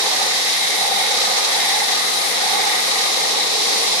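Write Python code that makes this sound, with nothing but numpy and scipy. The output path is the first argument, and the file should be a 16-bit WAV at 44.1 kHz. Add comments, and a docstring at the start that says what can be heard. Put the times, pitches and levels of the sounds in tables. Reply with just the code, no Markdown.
"""A floor grinder on concrete, indoors, on two spaced microphones; it sounds close, with little room.
From the start, grit under the spinning tools roars, scrapes and rings the housing, fluttering once
a turn over a faint motor hum. The ringing swells and fades as the machine is swung about, and now
and then a tool sticks and chirps. From half a second in, a tool catches hard four times, then three
times more around two seconds; the grinding carries on to the end."""
import sys
import numpy as np
from scipy import signal
from scipy.fft import rfft, irfft
from scipy.io import wavfile
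from scipy.ndimage import map_coordinates

SR = 44100
rng = np.random.default_rng(int(sys.argv[2]) if len(sys.argv) > 2 else 0)


def pcm_store(signal):
    """Save signal as 16-bit PCM."""
    levels = np.round(np.clip(np.atleast_2d(signal), -1, 1) * 32767)
    wavfile.write(sys.argv[1], SR, levels.astype(np.int16).T)


N = 4 * SR
TIME, FREQ = np.arange(N) / SR, np.fft.rfftfreq(N, 1 / SR)


def amp(db):
    """Decibels to gain."""
    return 10 ** (np.asarray(db) / 20)


def unit_rms(x):
    """Scales to rms 1."""
    return x / np.sqrt(np.mean(x ** 2) + 1e-20)


def spectrum(table):
    """Each column of a table, interpolated over log frequency."""
    hz, *columns = np.transpose(table)
    return np.array([np.interp(np.log(FREQ + 1), np.log(hz + 1), c) for c in columns])


def swell(curve):
    """A level curve in dB about its mean power, shared or one for each microphone."""
    times, *columns = np.transpose(curve)
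    db = np.array([np.interp(TIME, times, c) for c in columns])
    return db - 10 * np.log10(np.mean(amp(db) ** 2, axis=1, keepdims=True))


def drift(rate_hz):
    """A random wander of rms 1, mostly slower than rate_hz."""
    noise = rfft(rng.standard_normal(N)) * (FREQ > 0)
    return unit_rms(irfft(noise / (1 + (FREQ / rate_hz) ** 4), N))


def grit(response, hits_per_s=22000, spread_db=2, lag_s=0.003717, phase_rad=0.89):
    """Dense grit impacts through a response; the direct sound reaches the right microphone later."""
    # likeness of the two microphones: (frequency [Hz], coherence [0-1])
    coherence = [(30, .6), (130, 0.6), (300, 0.74), (470, 1), (590, 0), (680, 0.48), (800, 0.81), (980, 0),
                 (1230, 0.22), (1500, 0), (2060, 0.43), (3000, 0.06)]
    hits = (rng.random((2, N)) < hits_per_s / SR) * rng.choice([-1, 1], (2, N))
    strength = amp(spread_db * rng.standard_normal((2, N)))
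    direct, diffuse = rfft(unit_rms(hits * strength))
    shared = spectrum(coherence)[0]
    delay = np.exp(-1j * (2 * np.pi * FREQ * lag_s + phase_rad))
    right = shared * direct * delay + np.sqrt(1 - shared ** 2) * diffuse
    return irfft(np.array([direct, right]) * response, N)


def grinding(response, level, turn, flutter_db, chatter_db):
    """Grit whose bite follows a level curve, varies once a turn and chatters at random."""
    return grit(response) * amp(swell(level) + flutter_db * turn + chatter_db * drift(rate_hz=46))


def concrete(turn):
    """The rumble and broad roar of the abrasion, its bright scrape and the fizz of fine dust."""
    # spectra at the microphones: (frequency [Hz], left [dB], right [dB])
    rumble = [(20, -56, -58), (45, -52, -56), (80, -42.5, -48), (110, -32.5, -41), (146, -28.5, -29),
              (210, -22, -27.5), (256, -24, -28), (333, -21.5, -23), (362, -13, -19.5), (606, -21, -20.5),
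              (1210, -19.5, -65), (4000, -90, -80)]
    roar = [(100, -55, -40), (400, -54, -36.5), (670, -12.5, -9), (1070, -24, -41), (1490, -27, -17.5),
            (1760, -21.5, -23.5), (2400, -23.5, -18), (2820, -35.5, -30.5), (4150, -30, -15.5),
            (8000, -33, -46), (16000, -65, -70)]
    scrape = [(300, -80, -80), (1500, -42, -62), (2480, -22, -17.5), (2910, -19.5, -20), (3400, -16, -15.5),
              (4150, -12.5, -10), (4500, -14.5, -12), (5220, -13.5, -12.5), (6000, -16.5, -14.5),
              (6800, -17.5, -20), (8530, -27, -23.5), (11000, -44, -39), (16000, -60, -65)]
    fizz = [(1000, -80, -80), (4000, -54, -48), (7240, -30, -25), (8700, -20.5, -40), (9630, -16.5, -39),
            (11320, -22, -38), (12450, -28, -44), (13800, -32, -38), (15000, -34, -42), (15800, -41, -58)]
    # swells on both microphones: (time [s], level [dB])
    rumble_level = [(0, -2), (.7, -2.5), (3.1, -0.5), (4, -2)]
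    roar_level = [(0, 2), (.3, 3), (.48, -2), (.75, -1), (1.0, 2.5), (1.36, 3.8), (1.8, 1.8), (2.1, 0),
                  (2.5, 3.3), (2.9, 1), (3.15, -1), (4, -1)]
    fizz_level = [(0.0, 4.5), (0.4, 5.5), (0.5, 6), (0.8, 6.5), (1.4, 4.4), (1.6, 7), (1.9, 6), (2.3, 8.5),
                  (2.4, 5), (2.8, 7), (3.4, 4), (3.5, 3.5), (3.6, 4.5), (3.7, 5), (3.8, 6.5), (4.0, 4)]
    # swell on each microphone: (time [s], left [dB], right [dB])
    scrape_level = [(0, 3, 4), (.4, 3, 3.5), (1, -0.5, 2), (.75, 2, 1.3), (1.06, 1, 2.5), (1.2, 2.8, 4.4),
                    (2.0, 3, 2.5), (2.18, 1.5, 1), (2.45, 1.5, 2.8), (2.8, 2, 2.6), (3.04, 2.7, 3.5),
                    (3.46, 1.5, 2.5), (3.66, 3.8, 4.5), (4, 3, 4)]
    return (grit(amp(spectrum(rumble))) * amp(swell(rumble_level))
            + grit(amp(spectrum(roar))) * amp(swell(roar_level))
            + grinding(amp(spectrum(scrape)), scrape_level, turn, flutter_db=0.27, chatter_db=0.82)
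            + grinding(amp(spectrum(fizz)), fizz_level, turn, flutter_db=0.3, chatter_db=0.7))


def ringing(modes):
    """Left and right response of a group of damped modes, which radiate little bass."""
    power = 0
    for hz, width, left, right in modes:
        radiation = np.minimum(2 * FREQ / hz, 1) ** 2
        falloff = 1 + (np.sqrt(2) - 1) * (2 * (FREQ - hz) / width) ** 2
        power += (amp([[left], [right]]) * radiation / falloff) ** 2
    return np.sqrt(power)


def bent(x, pitch):
    """Slides a resonance up and down by the ratio of a pitch curve to its mean."""
    hz = np.interp(TIME, *np.transpose(pitch))
    position = np.cumsum(hz / hz.mean()) - 1
    return np.array([map_coordinates(side, [position], order=3, mode="nearest") for side in x])


def tools(turn):
    """Grit rings the tools, whose resonances shift with the pressure on the floor."""
    # tool modes: (frequency [Hz], width [Hz], left [dB], right [dB])
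    ring_modes = [(1990, 330, -11.5, -54), (2070, 277, -19, -10.5)]
    squeal_modes = [(3650, 580, -14, -15), (3844, 245, -9, -15), (3936, 260, -14, -17.5)]
    # swell of the ring: (time [s], level [dB])
    ring_level = [(0, 0), (.15, 0.5), (.42, 1), (.5, 1.5), (.75, 2.5), (.82, 1), (1.1, 2), (1.2, -.5),
                  (1.48, 0), (1.56, 3), (1.7, 3), (2.15, -.5), (2.68, 4), (3.12, 0.5), (3.3, 0), (3.42, 1),
                  (3.6, -2), (3.7, 0.5), (4, -0.5)]
    # swell of the squeal: (time [s], left [dB], right [dB])
    squeal_level = [(0, -2, -1), (.44, -1, -2), (.61, 0.5, 2), (.85, -1, 1), (1.06, 0.5, 3.5),
                    (1.2, -1.5, -2.5), (1.4, -1.5, -3), (1.7, -1.5, 2.5), (1.86, -2.5, 0), (1.96, -1, -3),
                    (2.56, -1.5, 0.5), (2.72, -0.5, -2), (2.87, -1.5, -3), (3.46, 0.8, 1.5),
                    (3.7, -0.5, -4), (4, 1, -3)]
    # shift under pressure: (time [s], pitch [Hz])
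    ring_pitch = [(0, 2050), (.19, 1985), (.41, 2036), (1.06, 2087), (1.361, 2039), (2.001, 1994),
                  (2.15, 2045), (2.78, 2079), (2.92, 2058), (3.77, 2068), (4, 2124)]
    squeal_pitch = [(0, 3926), (.41, 3888), (1.062, 3827), (1.36, 3948), (1.5, 3871), (2.101, 3941),
                    (2.752, 3811), (2.92, 3982), (3.4, 3929), (4, 3875)]
    ring = grinding(ringing(ring_modes), ring_level, turn, flutter_db=0.35, chatter_db=1.5)
    squeal = grinding(ringing(squeal_modes), squeal_level, turn, flutter_db=0, chatter_db=1.2)
    return bent(ring, ring_pitch) + bent(squeal, squeal_pitch)


def housing(turn):
    """Grit rings the housing; each group of modes swells and fades as the machine is swung."""
    # housing modes, grouped by sound: (frequency [Hz], width [Hz], left [dB], right [dB])
    drone = [(437, 92, -12, -17)]
    hoot = [(526, 45, -14, -16.5)]
    howl = [(744, 58, -14.5, -9), (803, 59, -6.5, -13), (863, 47, -11, -5.5)]
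    clang = [(965, 120, -17, -16.5), (1135, 137, -18, -13.5)]
    whine = [(1230, 35, -12, -13)]
    # swells on both microphones: (time [s], level [dB])
    drone_level = [(0, 6.5), (.3, 3), (.55, -12), (.75, 4), (.9, 1), (1.2, 2), (2.5, -2), (2.6, 6.5),
                   (2.9, -1), (3.4, 7.5), (3.68, 7), (3.76, 11.5), (4, 0)]
    hoot_level = [(0, 0), (.3, 4.5), (.55, -2.5), (1.25, 9.5), (1.55, 4.5), (1.7, -2), (1.9, 4), (2.05, -1),
                  (2.3, 10.5), (2.4, 1), (2.62, 4), (2.8, 0.5), (3.3, 8), (3.7, -13), (3.92, 4.5)]
    clang_level = [(0, 2), (.3, -1.5), (.5, -4.5), (.75, -4.5), (.97, -2.5), (1.2, -3.5), (1.4, 1.5),
                   (1.6, -1), (1.7, -1), (1.9, -1), (2.2, -1.5), (2.35, -3.5), (2.55, 0), (4, 0)]
    whine_level = [(0.0, -11), (0.2, 8.5), (0.7, -7), (0.9, 8), (1.0, 1), (1.3, 10), (1.5, 5), (1.6, -16),
                   (1.8, -17), (2.0, 10), (2.5, 5), (3.0, 8), (4.0, -9)]
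    # swell on each microphone: (time [s], left [dB], right [dB])
    howl_level = [(0, -1.5, -1.5), (.24, 1, 1.5), (.4, -6, -5.5), (.7, -6, -7), (.8, -1, 0.5), (.9, 5.5, 1),
                  (1.01, -0.5, 0), (1.13, 1, 0), (1.21, -6, -5), (1.36, 3, 0.5), (1.52, -4, -3),
                  (1.74, 1.5, 1), (1.82, 2, 4), (1.95, 0.5, 0), (2.03, -6, -6), (2.22, 2, -4),
                  (2.32, -4, -8), (2.43, 5, -1), (2.55, 2, 6), (2.61, -1.5, 3), (2.79, 3, 3),
                  (2.84, -5, -9), (2.95, -1.5, -2), (3.35, -2.5, -3), (3.52, -3, -5), (4, -6, 0.5)]
    return (grinding(ringing(drone), drone_level, turn, flutter_db=0.5, chatter_db=0)
            + grinding(ringing(hoot), hoot_level, turn, flutter_db=2.6, chatter_db=3.2)
            + grinding(ringing(howl), howl_level, turn, flutter_db=-1.8, chatter_db=1.45)
            + grinding(ringing(clang), clang_level, turn, flutter_db=-0.4, chatter_db=1.8)
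            + grinding(ringing(whine), whine_level, turn, flutter_db=2, chatter_db=1))


def hollowed(x, centre_hz=624, width_hz=49):
    """A dip between the low resonances deepens and fills as the machine is swung."""
    # share of the band taken out: (time [s], depth [0-1])
    depth = [(0, 0.35), (.8, 0.1), (1.1, 0.7), (1.9, 0.35), (2.2, 0.66), (2.6, 0.65), (2.95, 0.5),
             (3.2, .1), (4, .1)]
    band = irfft(rfft(x) * np.exp(-((FREQ - centre_hz) / width_hz) ** 2), N)
    return x - np.interp(TIME, *np.transpose(depth)) * band


def motor(shaft_hz=56, wander=0.02, left_db=-67, right_db=-75):
    """A faint, unsteady hum at the shaft speed."""
    turns = np.cumsum(shaft_hz * (1 + wander * drift(rate_hz=3.9))) / SR
    hum = np.sin(2 * np.pi * turns) * amp(2.5 * drift(rate_hz=4))
    return amp([[left_db], [right_db]]) * unit_rms(hum)


def chirps(per_s=12, length_s=0.014, centre_hz=3940, spread_hz=160, glide_hz=70, typical_db=-36.5):
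    """Now and then a tool sticks and slips, and squeals briefly."""
    t = np.arange(0, length_s, 1 / SR)
    envelope = np.sin(np.pi * t / length_s)
    out = np.zeros((2, N + len(t)))
    for at in rng.integers(N, size=round(per_s * N / SR)):
        pitch, glide, left, right = rng.standard_normal(4)
        hz = centre_hz + spread_hz * pitch + glide_hz * glide * (t / length_s - 0.5)
        squeal = envelope * np.sin(2 * np.pi * np.cumsum(hz) / SR)
        out[:, at:at + len(t)] += np.array([[left], [right]]) * squeal
    return amp(typical_db) * out[:, :N]


def catches(rise_s=0.0051, rough_hz=260):
    """A tool catches hard on the floor: a rough ring swells in a few milliseconds and dies away."""
    # hard catches: (time [s], peak [dB], pitch [Hz], left minus right [dB])
    events = [(.500, -20, 3770, 2), (.612, -17, 3960, .5), (.63, -23, 3990, 0), (.81, -18, 4000, -2.5),
              (1.924, -22, 3800, 4), (2.149, -20, 4000, 1.5), (2.174, -20, 3890, 3)]
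    t = np.arange(SR // 20) / SR
    envelope = t / rise_s * np.exp(1 - t / rise_s)
    out = np.zeros((2, N))
    for time_s, db, hz, pan in events:
        rough_pitch = hz + rough_hz * rng.standard_normal((2, len(t)))
        cycles = np.cumsum(rough_pitch, axis=1) / SR + rng.random((2, 1))
        gain = amp([[db + pan / 2], [db - pan / 2]])
        at = round((time_s - rise_s / 2) * SR)
        out[:, at:at + len(t)] += gain * envelope * np.sin(2 * np.pi * cycles)
    return out


def room(x, wet_db=-20, t60_s=0.11):
    """Hard walls send each microphone its own short tail of reflections."""
    t = np.arange(SR // 3) / SR
    tail = rng.standard_normal((2, len(t))) * amp(-60 * t / t60_s)
    tail /= np.linalg.norm(tail, axis=1, keepdims=True)
    reflections = irfft(rfft(x) * rfft(tail, N), N)
    wet = amp(wet_db)
    return (x + wet * reflections) / np.sqrt(1 + wet ** 2)


def scene(turn_hz=26.34, wander=0.015):
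    """The grinder in the room; all the flutter follows the same turning tools."""
    speed_hz = turn_hz * (1 + wander * drift(rate_hz=0.44))
    turn = np.sin(2 * np.pi * np.cumsum(speed_hz) / SR)
    grinder = tools(turn) + housing(turn) + concrete(turn) + chirps() + catches()
    return room(hollowed(grinder)) + motor()


def record(dry):
    """The recorder cuts the top treble on both channels."""
    edge_hz = 15700
    low_pass = signal.firwin(801, edge_hz, window=("kaiser", 9), fs=SR)
    return signal.oaconvolve(dry, low_pass[None], "same")


dry = scene()
out = record(dry)
pcm_store(out)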